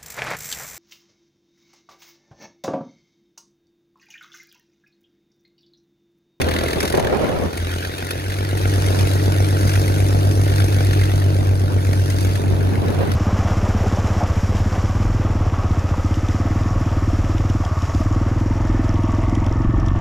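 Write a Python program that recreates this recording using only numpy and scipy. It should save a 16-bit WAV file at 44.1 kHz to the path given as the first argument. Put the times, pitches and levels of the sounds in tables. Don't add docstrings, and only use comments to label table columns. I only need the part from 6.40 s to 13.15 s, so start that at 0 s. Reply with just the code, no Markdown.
import sys
import numpy as np
from scipy import signal
from scipy.fft import rfft, irfft, next_fast_len
from scipy.io import wavfile
from scipy.ndimage import map_coordinates

SR = 44100
rng = np.random.default_rng(int(sys.argv[2]) if len(sys.argv) > 2 else 0)


def write(x):
    x = np.atleast_2d(x).T
    wavfile.write(sys.argv[1], SR, np.round(np.clip(x, -1, 1) * 32767).astype(np.int16))


N = 297675
TIME = np.arange(N) / SR

# time in seconds, firings per second.
FIRING_RATE = [(0.0, 81.84), (0.5, 82.61), (1.0, 82.97), (1.25, 86.83), (1.5, 91.31), (1.75, 92.79),
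               (2.0, 97.29), (2.5, 95.66), (3.0, 96.79), (3.5, 96.79), (4.0, 97.21), (4.5, 96.96),
               (5.0, 95.84), (5.5, 94.8), (6.0, 94.91), (6.75, 94.03)]
def crank():
    count = np.cumsum(curves(FIRING_RATE)[0]) / SR + .66
    whole = np.arange(1, int(count[-1]) + 1)
    return count, np.interp(whole, count, TIME), whole % 12


# time in seconds, relative level in dB.
BOOM_LEVEL = [(0, -23), (.3, -28), (.7, -29.5), (.95, -35), (1.05, -23), (1.3, -22), (1.57, -32),
              (2.0, -21.5), (2.35, -15.5), (3.6, -14.5), (4.2, -14), (4.95, -14), (5.8, -16), (6.4, -15.5),
              (6.75, -17)]
# vibrations per cycle of twelve firings, relative level in dB.
BOOM_TONES = [(5, -25.5), (6, -29), (7, -18), (12, -2), (13, -13), (17, -19), (18, -19), (28, -27),
              (31, -33.5), (35, -25.5), (38, -26.5), (39, -29.5)]
def boom(count):
    cycle = count / 12
    cycle += .003 * np.sin(2 * np.pi * cycle)
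    note = 0
    for multiple, db in BOOM_TONES:
        waver = .025 if multiple == 12 else .3
        phase = 2 * np.pi * (multiple * cycle + rng.random())
        tone = (1 + waver * wobble(9)) * np.sin(phase) + waver * wobble(9) * np.cos(phase)
        note += amp(db) * tone
    return amp(curves(BOOM_LEVEL)[0] + unsteadiness() - .96) * unit(note)


# time in seconds, depth in dB.
BOOM_DIPS = [(.32, 13), (.44, 18), (.54, 9), (.74, 10), (.89, 8), (1.11, 27), (1.16, 10), (5.32, 6),
             (6.0, 8), (6.355, 14), (6.43, 11), (6.53, 14), (6.66, 15)]
def unsteadiness():
    throb_db = .45 * (1 + amp(curves(BLAST_LEVEL)[0] + 27))
    dips_db = sum(depth * np.exp(-((TIME - s) / .018) ** 2) for s, depth in BOOM_DIPS)
    return throb_db * wobble(22) - dips_db


CYLINDER_OFFSETS = [(-1.5, -0.5), (0.5, -5.5), (-2, 2.5), (-1.5, -4), (0.5, 2), (-7, -7.5), (2.5, -0.5),
                    (-2, -19), (1.5, 0), (-3.5, -10.5), (2, 3), (-2.5, -4.5)]
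# time in seconds, relative level in dB.
THUD_LEVEL = [(0, -24.5), (.5, -27), (1.2, -32), (1.9, -32.5), (2.4, -27), (3.6, -26.5), (5, -29.5),
              (6.75, -32)]
# frequency in Hz, relative level in dB.
THUD_COLOUR = [(20, -32), (48, -5), (68, 4), (92, -1), (118, -4), (155, -3.5), (200, -4.5), (260, -3.5),
               (370, 0.5), (520, -3.5), (720, -6), (1000, -14.5), (1500, -17.5), (3000, -80)]
def thuds(count, times, cylinder):
    gains = amp(np.array(CYLINDER_OFFSETS)[cylinder, 0] + 1.3 * rng.standard_normal(len(times)))
    one_cycle = unit(irfft(np.exp(2j * np.pi * rng.random(SR // 16))))
    repeating = one_cycle[(count / 12 % 1 * len(one_cycle)).astype(int)]
    fresh = patchy(noise_pair(apart=.42), size=1024, across=2.01, along=2.5, depth_db=2)
    puffs = (repeating + fresh) * (bursts(times, gains, rise=.0019, sharp=.55) + .18)
    return amp(curves(THUD_LEVEL)[0] + 1.5) * coloured(puffs, THUD_COLOUR)


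# time in seconds, relative rasp and hiss levels in dB.
JET_LEVELS = [(0, -33.5, -45.5), (.45, -34, -40.5), (.66, -41, -47), (.85, -36.5, -44.5), (1.0, -42, -46.5),
              (1.3, -36, -42.5), (2.12, -38, -43.5), (2.22, -35, -39), (2.6, -34.5, -36),
              (2.95, -36.5, -40), (3.35, -35.5, -36.5), (3.95, -39.5, -40.5), (4.15, -36, -39.5),
              (4.62, -35.5, -40.5), (4.95, -41.5, -44), (5.3, -42.5, -45.5), (5.85, -38, -39.5),
              (6.08, -42.5, -46.5), (6.75, -40.5, -47.5)]
# frequency in Hz, relative level in dB.
RASP_COLOUR = [(300, -27), (800, -7.5), (1150, -7.5), (1480, 2), (1900, -2), (2550, -4), (3000, -6.5),
               (3600, -4.5), (4400, -9.5), (5400, -19), (7000, -23.5)]
HISS_COLOUR = [(3000, -13.5), (4700, 1.5), (5600, 1), (6400, 0), (7400, -6), (8000, -7), (9000, -2),
               (9800, -1.5), (11000, -2), (12000, -4), (13000, -7.5), (14000, -10), (16000, -24)]
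def jets(times, cylinder):
    rasp_db, hiss_db = curves(JET_LEVELS)
    chance = rng.standard_normal((len(times), 3))
    size_db = np.array(CYLINDER_OFFSETS)[cylinder, 1] + .7 * chance[:, 0]
    tear = unit(bursts(times, amp(size_db + 1.2 * chance[:, 1]), rise=.003, sharp=1.6))
    spit = unit(bursts(times, amp(size_db + 2 * chance[:, 2]), rise=.0024, sharp=1.1))
    rasp = stub_noise(RASP_COLOUR, apart=.97) * unit(amp(.35 * wobble(600)) * np.hypot(tear, 1.08))
    hiss = stub_noise(HISS_COLOUR, apart=1.25) * unit(amp(1.2 * wobble(700)) * np.hypot(spit, 1.15))
    return amp(rasp_db + 3) * rasp + amp(hiss_db + 2.5) * hiss


def stub_noise(colour, apart):
    gas = patchy(noise_pair(apart), size=512, across=2, along=2.3, depth_db=3.8)
    return coloured(gas, colour)


# start in seconds, length in seconds, relative level in dB, hiss offset in dB.
BARK_RUNS = [(.0147, .01, -9.5, -17), (0.085, .035, -13.5, -21), (.137, .055, -11, -22.5),
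             (0.208, .06, -18, -25), (0.2813, .06, -14.5, -16.5), (.403, .085, -12, -14),
             (.499, .11, -15.5, -14.5), (0.645, .035, -15, -23), (1.173, .01, -17.5, -12),
             (1.311, .055, -22, -21), (1.424, .035, -20, -23), (1.707, .01, -13.5, -14.5),
             (1.898, .055, -18.5, -19), (2.175, .01, -24, -9), (2.592, .01, -19, -14),
             (3.275, .03, -20.5, -12), (3.316, .05, -16, -22), (4.059, .075, -19.5, -21),
             (4.181, .035, -18, -17), (4.242, .01, -26, -4), (4.3251, .01, -23, -11),
             (4.532, .01, -13, -18), (4.5947, .055, -17.5, -19), (5.449, .01, -22, -24),
             (5.529, .01, -18.5, -16), (5.7013, .01, -22.5, -7.5), (5.8071, .01, -25, -8),
             (5.956, .01, -16, -16.5), (6.7167, .01, -13.5, -23)]
def hard_firings(times, cylinder, stray_chance=.036):
    rows = []
    for start, length, db, hiss_db in BARK_RUNS:
        gap = 2 / np.interp(start, *np.transpose(FIRING_RATE))
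        rows += [(start + age, db, hiss_db) for age in np.arange(0, length, gap)]
    strays = times[(cylinder % 2 == 0) & (rng.random(len(times)) < stray_chance)]
    rasp_db = np.interp(strays, TIME, curves(JET_LEVELS)[0])
    return rows + [(s, db + 12, -11) for s, db in zip(strays, rasp_db)]


def barks(firings, cylinder):
    times, db, hiss_db = np.transpose(hard_firings(firings, cylinder))
    chance = rng.standard_normal((len(times), 2))
    db = db + 1.5 * chance[:, 0]
    ring_hz = 1794 * np.exp(.147 * chance[:, 1])
    crack = bursts(times, amp(db - 10.5), rise=.0026, sharp=1.4)
    sizzle = bursts(times, amp(db + hiss_db), rise=.0018, sharp=.35)
    ring = stub_ring(times, db - 6, ring_hz, fade_s=.031)
    return stub_noise(RASP_COLOUR, apart=1) * crack + stub_noise(HISS_COLOUR, apart=.65) * sizzle + ring


def stub_ring(times, db, hz, fade_s):
    age = np.arange(SR // 20) / SR
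    swell = amp(db[:, None] - 60 * age / fade_s) * (1 - np.exp(-age / .0025))
    rings = swell * np.sin(2 * np.pi * hz[:, None] * age)
    samples = ((times[:, None] + age) * SR).round().astype(int)
    return np.bincount(samples.ravel(), rings.ravel(), N)[:N]


# time in seconds, relative level in dB.
BLAST_LEVEL = [(0, -22.5), (.25, -28.5), (.5, -31.5), (.58, -20.5), (.86, -18), (1.06, -23), (1.12, -35),
               (1.3, -45), (1.95, -47), (2.5, -29), (3.1, -38), (3.7, -33.5), (4.4, -39), (4.95, -33.5),
               (5.65, -36), (6.15, -27.5), (6.62, -24), (6.75, -29.5)]
# start in seconds, rise in seconds, relative peak in dB.
AIR_GUSTS = [(0, .015, -24), (.229, 0.0058, -18), (.365, .009, -17), (.425, 0.011, -20),
             (0.537, 0.0055, -13.5), (.576, 0.0046, -11.5), (.724, 0.0053, -10.5), (1.015, .012, -16.5),
             (2.6, .016, -28), (2.87, 0.013, -32), (5.0, 0.017, -28), (5.297, .02, -24), (6.0, .012, -28),
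             (6.1, 0.013, -25), (6.25, 0.016, -27), (6.42, 0.011, -29), (6.58, 0.031, -20.5)]
# time in seconds, share of flutter from 0 to 1.
HEAD_ON = [(0, 0.7), (.8, 0.95), (1.4, 0.6), (2.5, 0.53), (5.3, .05), (6.3, 0.05), (6.62, 0.45),
           (6.75, 0.4)]
# frequency in Hz, relative level in dB.
RUMBLE_COLOUR = [(15, -12), (30, -14), (50, -0.5), (100, 1.5), (170, 3), (250, -2), (370, -4.5),
                 (600, -11.5), (1000, -17.5), (2000, -26.5), (6000, -47.5)]
FLUTTER_COLOUR = [(60, -5), (240, -2), (360, 5), (520, 8), (800, -2.5), (1300, -10), (2500, -18.5),
                  (6000, -33.5), (15000, -66)]
def wind():
    gust_power = sum((amp(db) * burst(TIME - s, rise, sharp=1.02)) ** 2 for s, rise, db in AIR_GUSTS)
    flow = np.sqrt(amp(curves(BLAST_LEVEL)[0]) ** 2 + gust_power)
    head_on = curves(HEAD_ON)[0]
    slow_db = 2 * np.array([wobble(55), wobble(55)])
    fast_db = 1.3 * np.array([wobble(260), wobble(260)])
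    swirls = unit(amp(slow_db + fast_db))

    def air(colour):
        ports = [patchy(rng.standard_normal(N), size=1024, across=2, along=2.5, depth_db=3.5)
                 for port in "LR"]
        return coloured(swirls * np.array(ports), colour)

    rumble = amp(3.5) * np.sqrt(1 - head_on) * air(RUMBLE_COLOUR)
    flutter = amp(-1) * np.sqrt(head_on) * air(FLUTTER_COLOUR)
    return flow * (rumble + flutter)


def at_ports(x, lag_s=.00046):
    sides = np.array([[1], [-1]])
    treble_shade = lambda hz: amp(.68 * sides * hz / (hz + 1200))
    return filtered(x, lambda hz: treble_shade(hz) * np.exp(1j * np.pi * hz * lag_s * sides))


def patchy(x, size, across, along, depth_db):
    spectra = signal.stft(x, nperseg=size)[2]
    bands, frames = spectra.shape[-2:]
    grid = np.meshgrid(np.arange(bands) / across, np.arange(frames) / along, indexing="ij")
    patches = map_coordinates(rng.standard_normal((bands, frames)), grid, order=1)
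    gain = amp(depth_db * np.clip(unit(patches), -2, 2))
    return unit(signal.istft(spectra * gain, nperseg=size)[1][..., :N])


def burst(age, rise, sharp):
    progress = np.maximum(age, 1e-9) / rise
    return (progress * np.exp(1 - progress)) ** sharp


def bursts(times, gains, rise, sharp):
    starts = np.bincount(np.clip(times * SR, 0, N).astype(int), gains ** 2, N + 1)
    shape = burst(np.arange(SR // 20) / SR, rise, sharp)
    return np.sqrt(np.abs(signal.fftconvolve(starts, shape ** 2)[:N]))


def noise_pair(apart):
    return rng.standard_normal(N) + apart * rng.standard_normal((2, N))


def coloured(x, colour):
    points_hz, db = np.transpose(colour)
    return unit(filtered(x, lambda hz: amp(np.interp(np.log(hz + 1), np.log(points_hz), db))))


def filtered(x, response):
    size = next_fast_len(N + 8192)
    return irfft(rfft(x, size) * response(np.fft.rfftfreq(size, 1 / SR)), size)[..., :N]


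def wobble(rate):
    return map_coordinates(rng.standard_normal(int(N * rate / SR) + 4), [TIME * rate])


def curves(rows):
    seconds, *columns = np.transpose(rows)
    return [np.interp(TIME, seconds, column) for column in columns]


def amp(db):
    return 10 ** (np.asarray(db) / 20)


def unit(x):
    return x / np.sqrt(np.mean(x ** 2) + 1e-20)


def scene():
    count, times, cylinder = crank()
    engine = boom(count) + thuds(count, times, cylinder) + jets(times, cylinder) + barks(times, cylinder)
    return at_ports(engine) + wind()


def record(dry):
    return filtered(dry, lambda hz: hz < 15800)


dry = scene()
out = record(dry)
write(out)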